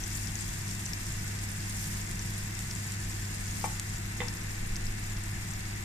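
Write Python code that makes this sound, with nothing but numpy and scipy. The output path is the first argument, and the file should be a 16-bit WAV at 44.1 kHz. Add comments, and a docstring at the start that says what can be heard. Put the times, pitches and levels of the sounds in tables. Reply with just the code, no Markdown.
"""Butter frying in a pan

A small kitchen, a stereo microphone close to an electric hob. Butter sizzles as a knife pushes it
about between two buns: tiny steam bubbles burst in the fat and bigger ones spit. Underneath, the hob
hums, its cooling fan blows and a deep rumble swells once. Twice the knife work knocks the pan."""
import sys
import numpy as np
from scipy import signal
from scipy.fft import rfft, irfft, next_fast_len
from scipy.io import wavfile

SR = 44100
rng = np.random.default_rng(int(sys.argv[2]) if len(sys.argv) > 2 else 0)


def put_to_file(sound):
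    """Save the sound as 16-bit audio at rate SR, in the file named by the first command-line argument."""
    columns = np.atleast_2d(sound).T  # one column per channel
    safe = np.clip(columns, -1, 1)
    whole_steps = np.round(safe * 32767)
    wavfile.write(sys.argv[1], SR, whole_steps.astype(np.int16))


N = 257632
T = np.arange(N) / SR


def from_db(db):
    """Decibels to gain."""
    return 10 ** (np.asarray(db) / 20)


def rms_one(x):
    """Scale to rms 1."""
    return x / np.sqrt(np.mean(x ** 2) + 1e-20)


def in_time(rows):
    """One curve for each column after the time, its points joined by straight lines."""
    times, *columns = np.transpose(rows)
    return [np.interp(T, times, column) for column in columns]


def panned(pan_db):
    """Left and right gains of constant power; pan is left minus right in dB."""
    gains = from_db(np.array([[.5], [-.5]]) * pan_db)
    return gains / np.sqrt(np.mean(gains ** 2, axis=0))


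def coloured(x, spectrum):
    """Shape a sound by a smooth spectrum of (Hz, dB) points; rms 1."""
    hz, db = np.transpose(spectrum)
    size = next_fast_len(N)
    log_hz = np.log(np.maximum(np.fft.rfftfreq(size, 1 / SR), 1))
    gain = from_db(np.interp(log_hz, np.log(hz), db, left=-100, right=-100))
    return rms_one(irfft(rfft(x, size) * gain, size)[..., :N])


def drift(rate_hz):
    """A slow random wander of rms 1, drawn every 100 samples."""
    pole = np.exp(-200 * np.pi * rate_hz / SR)
    steps = rng.standard_normal(N // 100 + 1002)
    slow = signal.lfilter([1], [1, -2 * pole, pole * pole], steps)[1000:]
    return np.interp(np.arange(N) / 100, np.arange(len(slow)), rms_one(slow))


def bump(peak_s, half_length_s):
    """A smooth rise and fall of height 1."""
    return np.exp(-((T - peak_s) / half_length_s) ** 2)


def resonance(x, hz, width_hz):
    """A two-pole resonance with gain 1 at its peak."""
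    radius = np.exp(-np.pi * width_hz / SR)
    feedback = [1, -2 * radius * np.cos(2 * np.pi * hz / SR), radius ** 2]
    return signal.lfilter(np.array([1, 0, -1]) * (1 - radius ** 2) / 2, feedback, x + 1e-18)


def add(out, start_s, sound):
    """Mix a short stereo sound in."""
    i = max(round(start_s * SR), 0)
    out[:, i:i + sound.shape[1]] += sound[:, :max(N - i, 0)]


def echoes(x, t60, gap_s):
    """Diffuse reflections that start after a gap and die away, different in each channel."""
    t = T[:SR // 2]
    tail = rng.standard_normal((2, len(t))) * from_db(-60 * t / t60) * (t > gap_s)
    tail /= np.sqrt(np.sum(tail ** 2, axis=1, keepdims=True))
    return signal.fftconvolve(x, tail, axes=1)[:, :N]


# In the pan, the butter fries steadily while the knife feeds it, then settles.
# Each row: time in seconds, relative sizzle level in dB, fine fizz level in dB.
SIMMER = [(0, -43, -51), (1.5, -43.5, -51), (3.6, -43.5, -51), (4.0, -45, -52.5), (5.84, -45, -52)]
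# The knife wipes fresh butter over hot metal and the frying flares.
# Each row: peak time in seconds, half length in seconds, sizzle rise in dB, fizz rise in dB.
FLARES = [(0.19, 0.08, 1.57, 3.5), (0.421, 0.06, 2, 0), (1.1, 0.04, 0.85, 1), (1.84, 0.12, 1.86, 4.5),
          (3.64, 0.08, 2, 3)]


def frying_levels():
    """Levels of the sizzle and its fine fizz in dB: the simmer, lifted by each flare."""
    sizzle_db, fizz_db = in_time(SIMMER)
    for peak_s, half_length_s, sizzle_rise_db, fizz_rise_db in FLARES:
        flare = bump(peak_s, half_length_s)
        sizzle_db += sizzle_rise_db * flare
        fizz_db += fizz_rise_db * flare
    return sizzle_db, fizz_db


def bursts(per_s, size_db, sharpness, clump_db, pitch_count=24):
    """Bubbles burst in clumps; each rings a few cycles and reaches the two channels unevenly."""
    out = np.zeros((2, N))
    born = np.flatnonzero(rng.random(N) < per_s * from_db(clump_db * drift(25)) / SR)
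    size, polarity, side, delay, pitch = rng.random((len(born), 5)).T
    strength = from_db(size_db * np.minimum(-np.log(1 - size), 4.5)) * np.sign(polarity - .5)
    left, right = panned(14 * (side - .5)) * strength
    lag = ((delay - .5) * .0005 * SR).astype(int)
    for k, hz in enumerate(np.linspace(2600, 15200, pitch_count)):
        at_pitch = (pitch * pitch_count).astype(int) == k
        clicks = np.zeros((2, N))
        clicks[0, born[at_pitch]] = left[at_pitch]
        clicks[1, np.clip(born[at_pitch] + lag[at_pitch], 0, N - 1)] = right[at_pitch]
        out += rms_one(resonance(clicks, hz, width_hz=500 + hz / sharpness))
    return rms_one(out)


# The colour of the bursting bubbles, close up. Each row: frequency in Hz, relative level in dB.
SIZZLE_SPECTRUM = [(1710, -35), (2900, -6), (4120, -7), (5310, 0.5), (6350, 0), (7590, 4.5), (8420, -2),
                   (9270, 0.5), (10200, -3.5), (15000, -6.5)]
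# Where the butter lies, a little left of the microphone. Each row: time in seconds, pan in dB.
BUTTER_POSITION = [(0, 5), (0.3, 7.5), (0.6, 3), (1.6, 1.8), (3.7, 3), (5.84, 4)]


def sizzle(crackle_db=-3.0, diffuse_db=-13):
    """A bed of countless tiny bursts under sparser crackle; freshly spread butter fizzes brighter."""
    sizzle_db, fizz_db = frying_levels()
    pan_db, = in_time(BUTTER_POSITION)
    activity = from_db(sizzle_db - sizzle_db.mean())
    bed = bursts(per_s=11000 * activity, size_db=2.0, sharpness=4.8, clump_db=1.8)
    crackle = bursts(per_s=900 * activity, size_db=3.5, sharpness=11, clump_db=3)
    bubbles = bed + from_db(crackle_db) * crackle
    hiss = from_db(diffuse_db) * rng.standard_normal((2, N))   # the kitchen blurs the bursts
    reflections = from_db(-5.5) * echoes(bubbles, t60=0.044, gap_s=0.00101)
    fat = coloured(bubbles + reflections + hiss, SIZZLE_SPECTRUM)
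    fizz = signal.sosfiltfilt(signal.butter(4, 8500, "high", fs=SR, output="sos"), fat)
    body = from_db(sizzle_db - 1.14) * rms_one(fat - fizz) * panned(pan_db + .7)
    return body + from_db(fizz_db) * rms_one(fizz) * panned(.4 * pan_db - 4.0)


# Motor, mains and fan tones from the hob, under the pan.
# Each row: frequency in Hz, rms level in dB, unsteadiness as a share of the amplitude.
HUM_TONES = [(38.4, -59, 0.11), (44.54, -49.5, 0.07), (100.8, -39.5, 0.076), (201.3, -51, 0.13),
             (234.5, -59, 0.56), (453, -68, 0.45), (482, -61, 0.91), (972.5, -59.5, 0.56)]


def hob_hum(opposed_hz=520):
    """Two motors beat under the mains hum; short waves reach the two channels in opposite phase."""
    out = np.zeros((2, N))
    for hz, db, unsteadiness in HUM_TONES:
        waver = 1 + unsteadiness * (drift(2.3) + 1j * drift(0.96))   # in both level and phase
        phase_gap = np.pi * min(1, (hz / opposed_hz) ** 2.57)
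        phase = 2 * np.pi * hz * T + np.angle(waver) + np.array([[.5], [-.5]]) * phase_gap
        out += np.sqrt(2) * from_db(db) * rms_one(np.abs(waver)) * np.cos(phase)
    return out


# Four spectra of the running hob, from close by. Each row: frequency in Hz, relative level in dB.
HOB_RUMBLE = [(12, 5), (28, -17), (34, 3), (50, -0.5), (57, -5), (64, -3), (72, -5.5), (90, -5.5),
              (115, -4.5), (140, -4.5), (175, -2.5), (215, -12), (255, -17.5), (335, -12.5), (410, -24),
              (600, -55)]   # low, dead centre
FAN_MID = [(330, -36), (420, -13), (520, -12.5), (660, -10), (740, -6.5), (870, -8), (1050, -7), (1300, -8),
           (1550, -3.5), (1950, -6.5), (2450, -7.5), (3000, -13.5), (3700, -10), (5000, -24)]   # the rush of air that both channels share
FAN_SIDE = [(900, -17), (1200, -13), (1500, -8), (1850, -7), (2300, -6.5), (2550, -9), (2760, -9),
            (2900, -32), (3700, -14.5), (5000, -11.5)]   # the rush in which they differ
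ROOM_AIR = [(25, -27), (60, -47), (105, -23.5), (200, 17.5), (275, -3), (370, 12), (470, -3), (660, 9),
            (820, 6.5), (1100, 0), (1500, -25)]   # low fan air that fills the kitchen
# Resonances of the ducts under the hob.
# Each row: frequency in Hz, width in Hz, mid level in dB, side level in dB.
DUCT_RESONANCES = [(1778, 160, -56, -68), (1960, 220, -59.5, -54), (2106, 160, -61.5, -55),
                   (2707, 76, -61.5, -65)]


def cooling_fan(rumble_db=-41.5, mid_db=-50.5, side_db=-50.0, room_air_db=-53.5):
    """Air rushes through the ducts under the hob and spreads through the kitchen."""
    noise = rng.standard_normal((4, N))
    noise[:2] += from_db(-9.0) * echoes(noise[:2], t60=0.16, gap_s=.003)   # ripples the spectrum
    mid = from_db(mid_db) * coloured(noise[0], FAN_MID)
    side = from_db(side_db) * coloured(noise[1], FAN_SIDE)
    side += from_db(room_air_db) * coloured(noise[2], ROOM_AIR)
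    rumble = from_db(rumble_db) * coloured(noise[3], HOB_RUMBLE)
    for hz, width_hz, duct_mid_db, duct_side_db in DUCT_RESONANCES:
        duct_mid, duct_side = rms_one(resonance(rng.standard_normal((2, N)), hz, width_hz))
        mid += from_db(duct_mid_db) * duct_mid
        side += from_db(duct_side_db) * duct_side
    return rumble + np.array([mid + side, mid - side]) * panned(pan_db=0.94)


def deep_rumble(rest_db=-49.5, top_db=-37):
    """A narrow band of noise at the bottom of hearing lies under everything and swells once."""
    level = from_db(rest_db + (top_db - rest_db) * bump(peak_s=4.89, half_length_s=0.39))
    return level * coloured(rng.standard_normal(N), [(14, -17), (22, -16), (30, -25)])


def small_spits(per_s=7, centre_hz=8100, spread_octaves=0.24, ring_cycles=19, count=80):
    """Lesser bubbles spit by chance and weaken as the sizzle does; rows as in BIG_SPITS."""
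    sizzle_db, _ = frying_levels()
    wait, snap = rng.random((count, 2)).T
    size, pitch, side = rng.standard_normal((count, 3)).T
    start_s = np.cumsum(-np.log(1 - wait)) / per_s
    sizzle_swing_db = np.interp(start_s, T, sizzle_db - sizzle_db.mean())
    db = -33.5 + 3.5 * size + 0.29 * sizzle_swing_db
    hz = centre_hz * 2 ** (spread_octaves * pitch)
    rows = np.transpose([start_s, db, hz, ring_cycles / hz, .7 * snap, 4 + side])
    return list(rows[start_s < T[-1]])


# The biggest bubbles, spitting close to the microphone. Each row: start in seconds, relative level
# in dB, pitch in Hz, time to fade by 60 dB in seconds, share of snap from 0 to 1, pan in dB.
BIG_SPITS = [(0.0375, -29, 6020, 0.016, 0.05, 12), (0.1723, -25, 9860, 0.0029, 0.3, -10),
             (0.2727, -25, 5800, 0.006, 0.3, 13), (0.3553, -25, 6720, 0.0064, 0.05, 13),
             (0.4095, -26.5, 8400, 0.0081, 0.1, 9), (0.533, -27, 8300, 0.003, 0.8, -6),
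             (0.856, -27, 7640, 0.007, 0.1, 1), (0.862, -25, 6100, 0.008, 0.1, 6),
             (0.934, -21, 5500, 0.005, 0, 9), (1.0673, -32, 5700, 0.01, 0.3, -3),
             (1.5168, -30, 9450, 0.008, 0.06, -17), (1.6965, -28, 9300, 0.0057, 0.6, 3),
             (2.1126, -25, 8960, 0.0017, 0.62, -1), (2.1932, -26.5, 6100, 0.006, 0.05, 6),
             (2.3811, -28.5, 9450, 0.0097, 0.55, -6), (2.5915, -22, 8200, 0.0019, 0.35, 2),
             (2.71, -27, 5630, 0.005, 0.4, 6), (2.7129, -24.5, 5900, 0.0027, 0.36, 1),
             (2.7518, -28.5, 7500, 0.0087, 0, 7), (2.921, -24, 7490, 0.0036, 0.6, 0),
             (3.5109, -30, 6560, 0.0083, 0.07, 2), (3.6571, -24.5, 8600, 0.0041, 0.23, -3),
             (3.7976, -17.5, 7160, 0.0021, 0.6, 1), (4.284, -21, 5400, 0.0037, 0.05, 9),
             (4.7578, -25, 5330, 0.0038, 0.24, 5), (4.765, -24, 6200, 0.0041, 0, 0),
             (4.868, -29.5, 5165, 0.0075, 0.25, 9), (5.1696, -31.5, 5560, 0.0038, 0.28, 1),
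             (5.238, -29, 8100, 0.004, 0.29, 2)]


def spits(gain_db=3, snap_db=5, wall_db=-11, room_db=-21):
    """The film of a big bubble snaps, its cavity rings, and the pan wall throws the sound back."""
    out, t = np.zeros((2, N)), T[:SR // 40]
    age = np.maximum(t - np.array([[0], [.00002]]), 0)   # the right channel is a little farther away
    snap = np.sin(2 * np.pi * 7400 * age) * from_db(snap_db - 60 * age / 0.0006)
    attack = 1 - np.exp(-age / .00004)
    for start_s, db, hz, t60, snap_share, pan_db in BIG_SPITS + small_spits():
        cavity = np.sin(2 * np.pi * hz * age) * from_db(-60 * age / t60) * attack
        spit = np.sqrt(1 - snap_share) * cavity + np.sqrt(snap_share) * snap
        add(out, start_s, from_db(db + gain_db) * panned(pan_db) * spit)
    out = signal.sosfilt(signal.butter(2, 2600, "high", fs=SR, output="sos"), out + 1e-18)
    wall = from_db(wall_db) * echoes(out, t60=.02, gap_s=0.002)
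    room = from_db(room_db) * echoes(out, t60=0.4, gap_s=0.0067)
    return out + wall + room


# Two knocks of the knife at close range, three quick contacts each. Each row: start in seconds,
# strength in dB, place from 0 (the pan's floor) to 1 (its rim), left minus right in dB.
KNIFE_KNOCKS = [(3.6418, -5, 0.0068, 9), (3.6452, -10, 0.39, -9), (3.6525, -14, 0.096, -10),
                (4.2033, 2.5, 0.88, -5.5), (4.2128, -8, 1, -3), (4.2172, -1.5, 0.56, 29)]
# The modes of the loaded pan on the hob. Each row: frequency in Hz, time to fade by 60 dB in seconds,
# relative level in dB struck on the floor, the same at the rim, phase between channels in radians.
PAN_MODES = [(486, 0.14, -49, -35, .4), (530, 0.071, -29.5, -50, .3), (805, 0.034, -15.5, -41, 0.45),
             (860, 0.057, -23, -49, .6), (910, 0.43, -42, -52, 0.33), (990, 0.26, -38, -50, 0.43),
             (1070, 0.03, -23, -38, 1.08), (1820, 0.14, -42, -53, 1.6), (2020, 0.017, -28, -22, 0.37),
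             (2304, 0.038, -28, -45, 1.2), (2590, 0.015, -32, -40, 1.2), (3150, 0.024, -41, -37, 1.2),
             (3550, 0.075, -55, -36.5, 1.2)]


def knife_knocks(room_db=-5, rattle_db=-39, rattle_t60=0.05):
    """The pan rings briefly; the place of the blow sets each mode's share, and the blade chatters."""
    out, t = np.zeros((2, N)), T[:SR // 5]
    blade_band = signal.butter(3, [900, 3600], "band", fs=SR, output="sos")
    attack = 1 - np.exp(-t / 0.00042)
    for start_s, db, place, pan_db in KNIFE_KNOCKS:
        ring = np.zeros((2, len(t)))
        for hz, t60, floor_db, rim_db, phase in PAN_MODES:
            envelope = from_db(floor_db + place * (rim_db - floor_db) - 60 * t / t60)
            ring += envelope * np.sin(2 * np.pi * hz * t + np.array([[0], [phase]]))
        chatter = rms_one(signal.sosfilt(blade_band, rng.standard_normal((2, len(t)))))
        rattle = chatter * from_db(rattle_db - 60 * t / rattle_t60)
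        add(out, start_s, from_db(db) * panned(pan_db) * (ring + rattle) * attack)
    return out + from_db(room_db) * echoes(out, t60=0.29, gap_s=0.0044)


def scene():
    """The pan over the running hob."""
    return sizzle() + spits() + knife_knocks() + hob_hum() + cooling_fan() + deep_rumble()


def record(dry):
    """The treble is cut steeply above 15250 Hz."""
    return signal.sosfilt(signal.ellip(10, .1, 80, 15250, fs=SR, output="sos"), dry)


dry = scene()
out = record(dry)
put_to_file(out)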